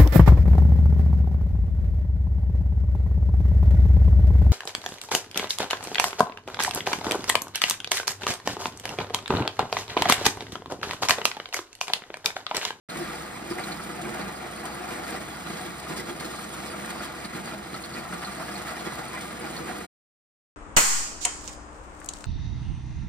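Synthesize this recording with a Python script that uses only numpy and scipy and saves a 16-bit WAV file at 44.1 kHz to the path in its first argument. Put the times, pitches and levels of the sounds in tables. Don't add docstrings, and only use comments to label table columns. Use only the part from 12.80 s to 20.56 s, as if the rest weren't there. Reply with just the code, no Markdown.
import sys
import numpy as np
from scipy import signal
from scipy.fft import rfft, irfft
from scipy.io import wavfile
from scipy.ndimage import uniform_filter1d

SR = 44100
rng = np.random.default_rng(int(sys.argv[2]) if len(sys.argv) > 2 else 0)


def master_out(mix):
    frames = np.transpose(np.atleast_2d(mix))
    ceiling = np.clip(frames, -1, 1)
    pcm = np.round(ceiling * 32767).astype(np.int16)
    wavfile.write(sys.argv[1], SR, pcm)


N = 342216
TIME = np.arange(N) / SR
FREQ = np.maximum(np.arange(N // 2 + 1) * SR / N, 1e-3)
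START_S, STOP_S = 0.09, 7.056

# multiple of the firing rate, level/dB
EXHAUST_HARMONICS = [(1, -55), (2, -60), (3, -56.5), (5, -57.5)]
# f/Hz, level/dB
RUMBLE_SPECTRUM = [(20, -43), (30, -21.5), (42, -3), (52, 0), (68, -3), (88, 3.5), (115, -3), (170, -4.5),
                   (400, -2.5), (1000, -0.5), (4000, -54.5)]
# f/Hz, width/Hz, level/dB
HYDRAULIC_MODES = [(6620, 45, -7), (7260, 45, -4), (8060, 90, 6), (14140, 120, -2)]
# f/Hz, level/dB
GRIT_SPECTRUM = [(1500, -14), (2600, 0), (3200, 2), (4200, 1), (5000, -1), (5800, -4), (6600, 0), (7100, 1),
                 (8000, -1.2), (9700, -1.7), (11000, -7.5), (12000, -13), (13200, -8), (14200, -7.8),
                 (15500, -9.5)]
# t/s, level/dB, f/Hz
SHARD_PINGS = [(.169, -41, 9150), (.869, -39.5, 8750), (1.035, -40, 9140), (1.762, -42, 9060),
               (1.853, -39, 8800), (1.945, -39.5, 9610), (3.543, -51, 9100), (6.060, -54, 8060),
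               (6.282, -39, 8900), (6.598, -40, 9980)]
# t/s, crack level/dB, ring level/dB, ring f/Hz
CHIP_SNAPS = [(0.096, -47, -37.5, 4155), (0.169, -40, -46, 4130), (0.836, -45, -36, 4140),
              (0.917, -50, -35.5, 4240), (1.0296, -42, -60, 4960), (1.2114, -41.5, -55, 3850),
              (1.851, -41, -61, 4400), (2.118, -41.5, -58.5, 3970), (3.1652, -43.5, -46, 4800),
              (3.396, -39, -38, 4300), (3.444, -40, -43, 4170), (3.731, -43, -61, 4090),
              (4.447, -52.5, -36, 4240), (4.94, -45.5, -38.5, 4260), (5.037, -52, -37, 4310),
              (5.139, -58, -39, 4530), (5.446, -60, -34.5, 4130), (5.754, -59, -36.5, 4260),
              (5.885, -46, -45, 4260), (5.992, -55, -41, 4240), (6.4056, -40, -54, 4220),
              (6.765, -57.5, -35, 4290)]
# ratio to its main note, level/dB
CLINK_PARTIALS = [(.9, -8), (1, 0), (1.085, -6)]
# f/Hz, width/Hz, level/dB
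PICK_RESONANCES = [(3313, 650, 3.5), (4090, 180, 4), (4070, 460, 7), (4440, 250, -12), (4640, 140, -6.5),
                   (4900, 50, 4.5), (5060, 530, -14.5)]
# t/s, length/s, level/dB, f/Hz
FLANK_RUBS = [(0.16, 0.099, -43, 700), (0.748, 0.06, -40, 720), (0.867, 0.074, -42, 790),
              (1.169, 0.051, -39.5, 725), (1.31, 0.21, -44, 740), (1.603, 0.048, -39.5, 740),
              (1.823, 0.061, -41, 770), (1.99, 0.085, -39, 735), (2.085, 0.14, -44.5, 743),
              (2.232, 0.1, -48, 766), (2.79, 0.04, -40.5, 730), (5.175, 0.11, -45.5, 730),
              (5.57, 0.48, -47, 720), (6.157, 0.063, -38, 1404), (6.878, 0.046, -38.5, 735)]
# t/s, length/s, level/dB, f/Hz
BOOM_GROWLS = [(0.124, 0.22, -44.5, 335), (0.197, 0.028, -29, 337.6), (0.644, 0.15, -39.5, 344.5),
               (0.7, 0.019, -35, 343), (1.212, .04, -33, 346), (1.256, 0.16, -39, 347.4),
               (1.419, 0.056, -33, 200.5), (1.617, 0.091, -47, 345), (1.97, .04, -37, 349),
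               (2.3, 0.09, -56, 348), (2.67, 0.29, -50, 340), (3.095, 0.022, -36.5, 343),
               (3.277, 0.05, -36.5, 352), (4.534, 0.034, -37, 350.5), (4.724, 0.085, -43.5, 203),
               (5.167, 0.042, -41, 345), (5.27, .14, -41, 176), (5.533, 0.086, -47, 162),
               (5.73, 0.05, -41.5, 200)]
# t/s, knock level/dB, knock f/Hz, crunch level/dB, thump level/dB
HARD_STONES = [(0.214, -38, 690, -42, -50), (0.783, -30.5, 2040, -30, -42), (0.995, -31.5, 1330, -42, -60),
               (1.254, -35, 1620, -40.5, -44), (1.346, -36.5, 723, -36, -50), (1.393, -43, 1400, -39, -29),
               (1.439, -46, 1174, -47, -43), (1.638, -43.5, 721, -36, -54), (1.852, -37, 753, -41, -47),
               (2.116, -46, 2430, -41, -49), (2.341, -32, 764, -31.5, -56), (2.362, -34.5, 1960, -44, -60),
               (2.705, -36, 1244, -48, -46), (3.066, -34.5, 1250, -38, -55), (3.109, -40, 1020, -30, -51),
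               (3.163, -38, 1940, -36, -56), (3.196, -35.5, 1983, -35, -54), (3.284, -49, 1360, -34, -48),
               (3.403, -41, 2034, -39, -55.5), (3.444, -35.5, 1330, -35, -47), (3.535, -35, 1184, -46, -54),
               (3.585, -35, 1244, -35, -50.5), (3.934, -33.5, 1327, -36, -47),
               (4.204, -35.5, 1334, -46, -59), (4.232, -35, 1257, -33, -40), (4.569, -35, 1390, -35, -60),
               (4.942, -30.5, 1313, -38.5, -59), (5.163, -36, 1940, -43, -50),
               (5.323, -32.5, 1400, -32.5, -44), (5.423, -36.5, 1430, -29.5, -50.5),
               (5.479, -35, 1230, -52, -38), (5.598, -37, 1030, -32, -37), (5.682, -37, 1647, -42.5, -60),
               (5.891, -41.5, 1370, -29.5, -52), (6.064, -39, 1006, -31, -32.5),
               (6.372, -34, 2030, -45, -49), (6.642, -37, 793, -30, -48), (6.788, -35.5, 1270, -46, -58.5),
               (6.882, -36, 1614, -33, -47.5)]
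# f/Hz, width/Hz, level/dB
WHEEL_MODES = [(642, 96, 0), (735, 180, -4.5), (849, 140, -4.5), (1015, 140, -8.5), (1191, 110, 1.5),
               (1299, 51, -4.5), (1414, 66, 1.5), (1634, 40, -2), (1870, 580, -5.5), (1978, 260, -4.5),
               (2263, 52, -22), (2412, 59, -8)]
# f/Hz, width/Hz, level/dB
BOOM_MODES = [(151.6, 47, -3), (180.4, 30, -4.5), (204.4, 50, -1.5), (235, 23, -5.5), (313, 23, -0.5),
              (352.8, 28, 0.5), (483.2, 24, -1)]
# t/s, level/dB
BOOM_UPPER_RING = [(0.1, -1), (0.5, 1.5), (0.75, 4.5), (0.95, -1), (1.25, 0), (2.0, 2.5), (2.6, -2.5),
                   (3.3, 0.5), (3.6, 0), (4.9, -2.5), (6.3, 1.5), (7.04, -0.5)]
# t/s, thrust/dB, grinding/dB, grit/dB
WHEEL_FEED = [(0.1, -38.5, -38.5, -47), (0.37, -41.5, -38.5, -45), (0.48, -46, -41.5, -49),
              (0.62, -42, -41.5, -49.5), (0.74, -44.5, -40, -46), (1.15, -39.5, -40, -48.5),
              (1.45, -41, -39.5, -47.5), (1.7, -43, -40.5, -48), (2.3, -40.5, -38, -45.5),
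              (2.5, -40.5, -41.5, -48), (3.0, -44, -41.5, -47.5), (3.4, -41, -43, -49.5),
              (3.68, -43.5, -42.5, -47.5), (4.1, -39, -38, -46), (4.36, -43.5, -41, -49),
              (4.85, -43, -43, -50.5), (5.7, -42.5, -39, -45.5), (6.8, -41.5, -40.5, -47.5),
              (7.04, -41.5, -42.5, -48.5)]
# t/s, length/s, extra thrust/dB, extra grinding/dB, extra grit/dB
LUMP_BITES = [(0.138, 0.051, 4.5, 2.5, 1.5), (0.692, 0.021, 15, 3.5, 5.5), (0.762, 0.043, 8, 2, 0.5),
              (0.852, 0.077, 3.5, 2.5, 1), (1.217, 0.08, 2, 0.5, 0), (1.302, 0.12, -2.5, 4, 2),
              (1.804, 0.093, 3, 2, 0), (2.097, 0.022, 9, 3, 6), (2.262, 0.1, 2.5, 1, 1.5),
              (2.65, 0.25, 3.5, 2, 2), (3.062, 0.066, 6.5, 2, 4), (3.143, 0.063, 5.5, 3, 5.5),
              (3.253, 0.05, 4.5, 5, 6), (3.382, 0.067, 2.5, 4.5, 3.5), (3.47, 0.17, -0.5, 1.5, 3.5),
              (3.707, 0.16, 0.5, 1.5, 1.5), (4.085, 0.02, -2, 2, 6), (4.213, 0.043, 0.5, -2.5, 5.5),
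              (4.416, 0.039, 7, 3, 4), (4.518, 0.084, 7.5, 3.5, 4), (4.634, 0.11, 2.5, 3.5, 3),
              (4.905, 0.06, 4, 2, 2), (5.137, 0.055, 6, 3.5, 4), (5.318, 0.024, 8, 3, 3.5),
              (5.398, 0.08, 2, 1, 1.5), (5.563, 0.17, 2, -0.5, 0), (5.865, 0.033, -5, 1.5, 3),
              (6.04, 0.027, 4, 1.5, 3), (6.166, 0.023, 7, 2.5, 3.5), (6.315, 0.065, 0.5, 3.5, 1),
              (6.587, 0.065, 3.5, 1.5, 0.0), (6.734, 0.082, 4, 1, 1), (6.839, 0.13, 1.5, 2.5, 2)]


def undb(db):
    return 10 ** (np.asarray(db) / 20)


def unit(x):
    return x / np.sqrt(np.mean(x ** 2))


def noise():
    return rng.standard_normal(N)


def walk(rate_hz):
    hold = int(SR / rate_hz)
    steps = noise()[np.arange(N) // hold]
    return unit(uniform_filter1d(uniform_filter1d(steps, hold), hold))


def shaped(x, gain):
    cepstrum = irfft(np.log(unit(gain) + 1e-6), N)
    cepstrum[1:N // 2] *= 2
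    cepstrum[N // 2 + 1:] = 0
    return irfft(rfft(x) * np.exp(rfft(cepstrum)), N)


def colour(points):
    hz, db = np.transpose(points)
    return undb(np.interp(np.log(FREQ), np.log(hz), db))


def body(modes, low_hz, high_hz):
    power = sum(undb(db) ** 2 / (1 + ((FREQ ** 2 - hz ** 2) / (FREQ * width)) ** 2)
                for hz, width, db in modes)
    return np.sqrt(power / (1 + (low_hz / FREQ) ** 8) / (1 + (FREQ / high_hz) ** 12))


def held(start_s, length_s, attack_s, release_s):
    age = TIME - start_s
    return np.clip(age / attack_s, 0, 1) * np.clip(1 - (age - length_s) / release_s, 0, 1)


def bursts(times, db, rise_s, decay_s):
    out = np.zeros(N)
    age = TIME[:SR // 4]
    shape = (1 - np.exp(-age / rise_s)) * np.exp(-age / decay_s)
    for t, gain in zip(times, undb(db)):
        i = int(t * SR)
        out[i:i + len(age)] += gain * shape[:N - i] / shape.max()
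    return out


def crushing(blows, decay_s, steady):
    crumble = unit(signal.lfilter([1], [1, -np.exp(-1 / (SR * decay_s))], blows))
    return unit(crumble + steady)


def clinks(times, db, pitch_hz, rise_s, decay_s, rough):
    out = np.zeros(N)
    age = TIME[:SR // 8]
    shape = (1 - np.exp(-age / rise_s)) * np.exp(-age / decay_s)
    for t, gain, hz in zip(times, undb(db), pitch_hz):
        phase = 2 * np.pi * hz * age + rough * np.cumsum(rng.standard_normal(len(age)))
        i = int(t * SR)
        out[i:i + len(age)] += gain * shape / shape.max() * np.sin(phase)
    return out


def loose_stones(level_db, modes_hz, decay_s, rough, count, detune=0.02):
    moment, softness, choice, offset = rng.random((count, 4)).T
    times = moment * STOP_S
    db = np.interp(times, TIME, level_db) - 10 * softness
    hz = np.asarray(modes_hz)[(choice * len(modes_hz)).astype(int)] * (1 + detune * (offset - 0.5))
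    return clinks(times, db, hz, decay_s / 10, decay_s, rough)


def street(x, wet_db, smear_s=0.032):
    keep = np.exp(-1 / (SR * smear_s))
    trail = np.sqrt(signal.lfilter([1 - keep], [1, -keep], x ** 2 + 1e-18))
    return (x + undb(wet_db) * trail * rng.standard_normal((2, N))) / np.hypot(1, undb(wet_db))


def mic(x, lag_ms, pan_db):
    side = np.array([[1], [-1]])
    delay = np.exp(side * 1j * np.pi * FREQ * lag_ms / 1000)
    return undb(side * pan_db / 2) * irfft(rfft(x) * delay, N)


def diesel(firing_hz=66.6, waver=0.0015, throb_db=0.8):
    phase = 2 * np.pi * np.cumsum(firing_hz * (1 + waver * walk(rate_hz=5))) / SR
    drone = sum(undb(db + throb_db * walk(rate_hz=13)) * np.sqrt(2) * np.sin(multiple * phase)
                for multiple, db in EXHAUST_HARMONICS)
    rumble = undb(-48) * shaped(street(noise(), wet_db=-8), colour(RUMBLE_SPECTRUM))
    whistle = undb(-60) * shaped(noise(), body(HYDRAULIC_MODES, low_hz=5450, high_hz=16000))
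    return mic(drone + rumble + whistle, lag_ms=-0.45, pan_db=-1.5)


def grain_ticks(level_db, count=800, decay_s=0.0018, low_hz=5500):
    moment, hardness = rng.random((count, 2)).T
    landings = np.bincount((moment * N).astype(int), undb(10 * hardness ** 2), N)
    snaps = unit(noise() * signal.lfilter([1], [1, -np.exp(-1 / (SR * decay_s))], landings))
    return shaped(snaps * undb(level_db), colour(GRIT_SPECTRUM) / np.hypot(1, (low_hz / FREQ) ** 2))


def pick_rings(times, db, hz, rebound_s=0.0087, rebound_db=-6.5):
    out = np.zeros(N)
    for ratio, mode_db in CLINK_PARTIALS:
        for late_s, loss_db in [(0, 0), (rebound_s, rebound_db)]:
            spot_db = rng.uniform(-1, 1, len(times))
            out += clinks(times + late_s, db + mode_db + loss_db + spot_db, hz * ratio,
                          rise_s=0.0011, decay_s=0.0075, rough=0.11)
    return out


def grit(blows, grit_db, cracks, rings):
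    grains = noise() * undb(-1.5 * walk(rate_hz=3000))
    grains = unit(grains * crushing(blows, decay_s=0.016, steady=0.36))
    spray = grains * np.hypot(undb(grit_db + 0.97), cracks)
    hiss = shaped(street(spray, wet_db=-8, smear_s=0.0029), colour(GRIT_SPECTRUM))
    ping_hz = np.linspace(7600, 10000, 40)
    pings = loose_stones(grit_db + 1.5, ping_hz, decay_s=0.013, rough=0.2, count=240)
    scouring = street(grains * undb(grit_db - 6), wet_db=6.5, smear_s=0.0071)
    picks = shaped(scouring, body(PICK_RESONANCES, low_hz=3200, high_hz=6900))
    pick_hz = [hz for hz, width, db in PICK_RESONANCES]
    tinkle = loose_stones(grit_db + 1.5, pick_hz, decay_s=0.017, rough=0.058, count=220)
    shards = clinks(*np.transpose(SHARD_PINGS), rise_s=0.0007, decay_s=0.006, rough=0.2)
    debris = mic(hiss + pings + shards + grain_ticks(grit_db - 8), lag_ms=-0.2175, pan_db=1)
    return debris + mic(picks + rings + tinkle, lag_ms=0.068, pan_db=-6.5)


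def flank_groan(tone_db=-3, scrape_db=-3.5, brush_db=-51, waver=0.014):
    wavering_time = np.cumsum(1 + waver * walk(rate_hz=82)) / SR
    pressure, tone = np.zeros((2, N))
    for start, length, db, hz in FLANK_RUBS:
        rub = undb(db) * held(start, length, attack_s=0.014, release_s=0.015)
        pressure += rub
        tone += rub * np.sin(2 * np.pi * hz * wavering_time)
    friction = noise() * np.hypot(undb(brush_db), undb(scrape_db) * pressure)
    scrape = shaped(street(friction, wet_db=-1), body([(731, 91, 0)], low_hz=640, high_hz=876))
    return mic(scrape + undb(tone_db) * tone, lag_ms=0.14, pan_db=4.5)


def boom_growl(waver=0.025):
    wavering_time = np.cumsum(1 + waver * walk(rate_hz=110)) / SR
    tone = np.zeros(N)
    for start, length, db, hz in BOOM_GROWLS:
        chatter = undb(db) * held(start, length, attack_s=0.02, release_s=0.02)
        tone += chatter * np.sin(2 * np.pi * hz * wavering_time + rng.uniform(0, 2 * np.pi))
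    return mic(tone, lag_ms=0.4, pan_db=0)


def stone_knocks(times, db, hz, guard_hz=1421):
    knock = clinks(times, db, hz, rise_s=0.0025, decay_s=0.0091, rough=0.069)
    guard = clinks(times, db - 13.5, [guard_hz] * len(times), rise_s=0.003, decay_s=0.0085, rough=0.054)
    return knock + guard


def stone_crunches(times, db, count=5, gap_s=0.0065, fade_db=-0.7):
    snap = np.arange(count)
    snap_times = times[:, None] + gap_s * (snap + rng.uniform(-0.3, 0.3, (len(times), count)))
    snap_db = db[:, None] - 3 + fade_db * snap
    return bursts(snap_times.ravel(), snap_db.ravel(), rise_s=0.0005, decay_s=0.003)


def wheel_load():
    times, *columns = np.transpose(WHEEL_FEED)
    feed_db = np.array([np.interp(TIME, times, column) for column in columns])
    return feed_db + sum(np.outer(extra_db, held(start, length, attack_s=0.026, release_s=0.013))
                         for start, length, *extra_db in LUMP_BITES)


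def pick_blows(turn_hz=5.3, picks=32, wear_db=1.5, stone_db=0.5, drift_s=0.003):
    blow = np.arange(int(N / SR * turn_hz * picks))
    spacing, wear = rng.standard_normal((picks, 2))[blow % picks].T
    slip, stone = rng.standard_normal((len(blow), 2)).T
    times = (blow + 0.303 * spacing + 0.2274 * slip) / (turn_hz * picks)
    times += drift_s * np.interp(times, TIME, walk(rate_hz=3))
    size = undb(wear_db * np.tanh(wear) + stone_db * np.tanh(stone))
    return np.bincount((times * SR).astype(int) % N, size, N)


def moving_contact(x, depth_db, rate_hz, count=9, lowest_hz=250):
    place = np.clip(2 * np.log2(FREQ / lowest_hz), 0, count - 1)
    spectrum = rfft(x)
    bands = (irfft(spectrum * np.maximum(1 - abs(place - k), 0), N) for k in range(count))
    return sum(band * undb(depth_db * np.tanh(walk(rate_hz))) for band in bands)


def wheel(blows, grind_db, knocks, crunches, split_hz=1500):
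    grinding = crushing(blows, decay_s=0.008, steady=0.51) * undb(grind_db)
    drive = street(noise() * np.hypot(grinding, crunches), wet_db=0, smear_s=0.002)
    steel = shaped(drive, body(WHEEL_MODES, low_hz=533, high_hz=3200))
    modes_hz = np.array(WHEEL_MODES)[:, 0]
    wheel_hz, guard_hz = modes_hz[modes_hz < split_hz], modes_hz[modes_hz >= split_hz]
    rattle = loose_stones(grind_db + 1.5, wheel_hz, decay_s=0.014, rough=0.04, count=280)
    rattle += loose_stones(grind_db - 2.5, guard_hz, decay_s=0.014, rough=0.06, count=260)
    steel = moving_contact(steel, depth_db=1.05, rate_hz=26)
    return mic(steel + knocks + rattle, lag_ms=0.054, pan_db=-0.45)


def boom(blows, thrust_db, thumps, sway_db=1.7, split_hz=280):
    drag = 0.64 * noise() * crushing(blows, decay_s=0.0096, steady=0.27)
    drive = unit(unit(blows) + drag) * undb(thrust_db) + thumps * noise()
    frame = shaped(street(drive, wet_db=-10.5), body(BOOM_MODES, low_hz=121, high_hz=596))
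    upper = irfft(rfft(frame) / (1 + (split_hz / FREQ) ** 12), N)
    ring_db = np.interp(TIME, *np.transpose(BOOM_UPPER_RING)) + sway_db * np.tanh(walk(rate_hz=16))
    lower = mic(frame - upper, lag_ms=0.22, pan_db=-2.5)
    return lower + mic(upper * undb(ring_db), lag_ms=0.42, pan_db=0)


def scene():
    thrust_db, grind_db, grit_db = wheel_load()
    blows, flutter, lurch = pick_blows(), walk(rate_hz=52), walk(rate_hz=20)
    puff_db = np.sin(2 * np.pi * 21.8 * TIME + walk(rate_hz=3.5))
    stone_times, knock_db, knock_hz, crunch_db, thump_db = np.transpose(HARD_STONES)
    thumps = bursts(stone_times, thump_db, rise_s=0.0082, decay_s=0.0087)
    knocks = stone_knocks(stone_times, knock_db, knock_hz)
    crunches = stone_crunches(stone_times, crunch_db)
    chip_times, crack_db, ring_db, ring_hz = np.transpose(CHIP_SNAPS)
    cracks = bursts(chip_times, crack_db, rise_s=0.003, decay_s=0.024)
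    rings = pick_rings(chip_times, ring_db, ring_hz)
    machine = boom(blows, thrust_db + 0.8 * flutter + 0.6 * np.tanh(lurch), thumps)
    machine += wheel(blows, grind_db + 0.43 * flutter, knocks, crunches)
    machine += grit(blows, grit_db + 0.7 * flutter + puff_db, cracks, rings)
    machine += flank_groan() + boom_growl() + diesel()
    fade_in = np.clip((TIME - START_S) / 0.0068 + 0.5, 0, 1)
    fade_out = np.clip((STOP_S - TIME) / 0.021 + 0.5, 0, 1)
    return machine * fade_in * fade_out


def record(dry, cutoff_hz=15250):
    return signal.sosfilt(signal.ellip(10, 0.2, 80, cutoff_hz, fs=SR, output="sos"), dry)


dry = scene()
out = record(dry)
master_out(out)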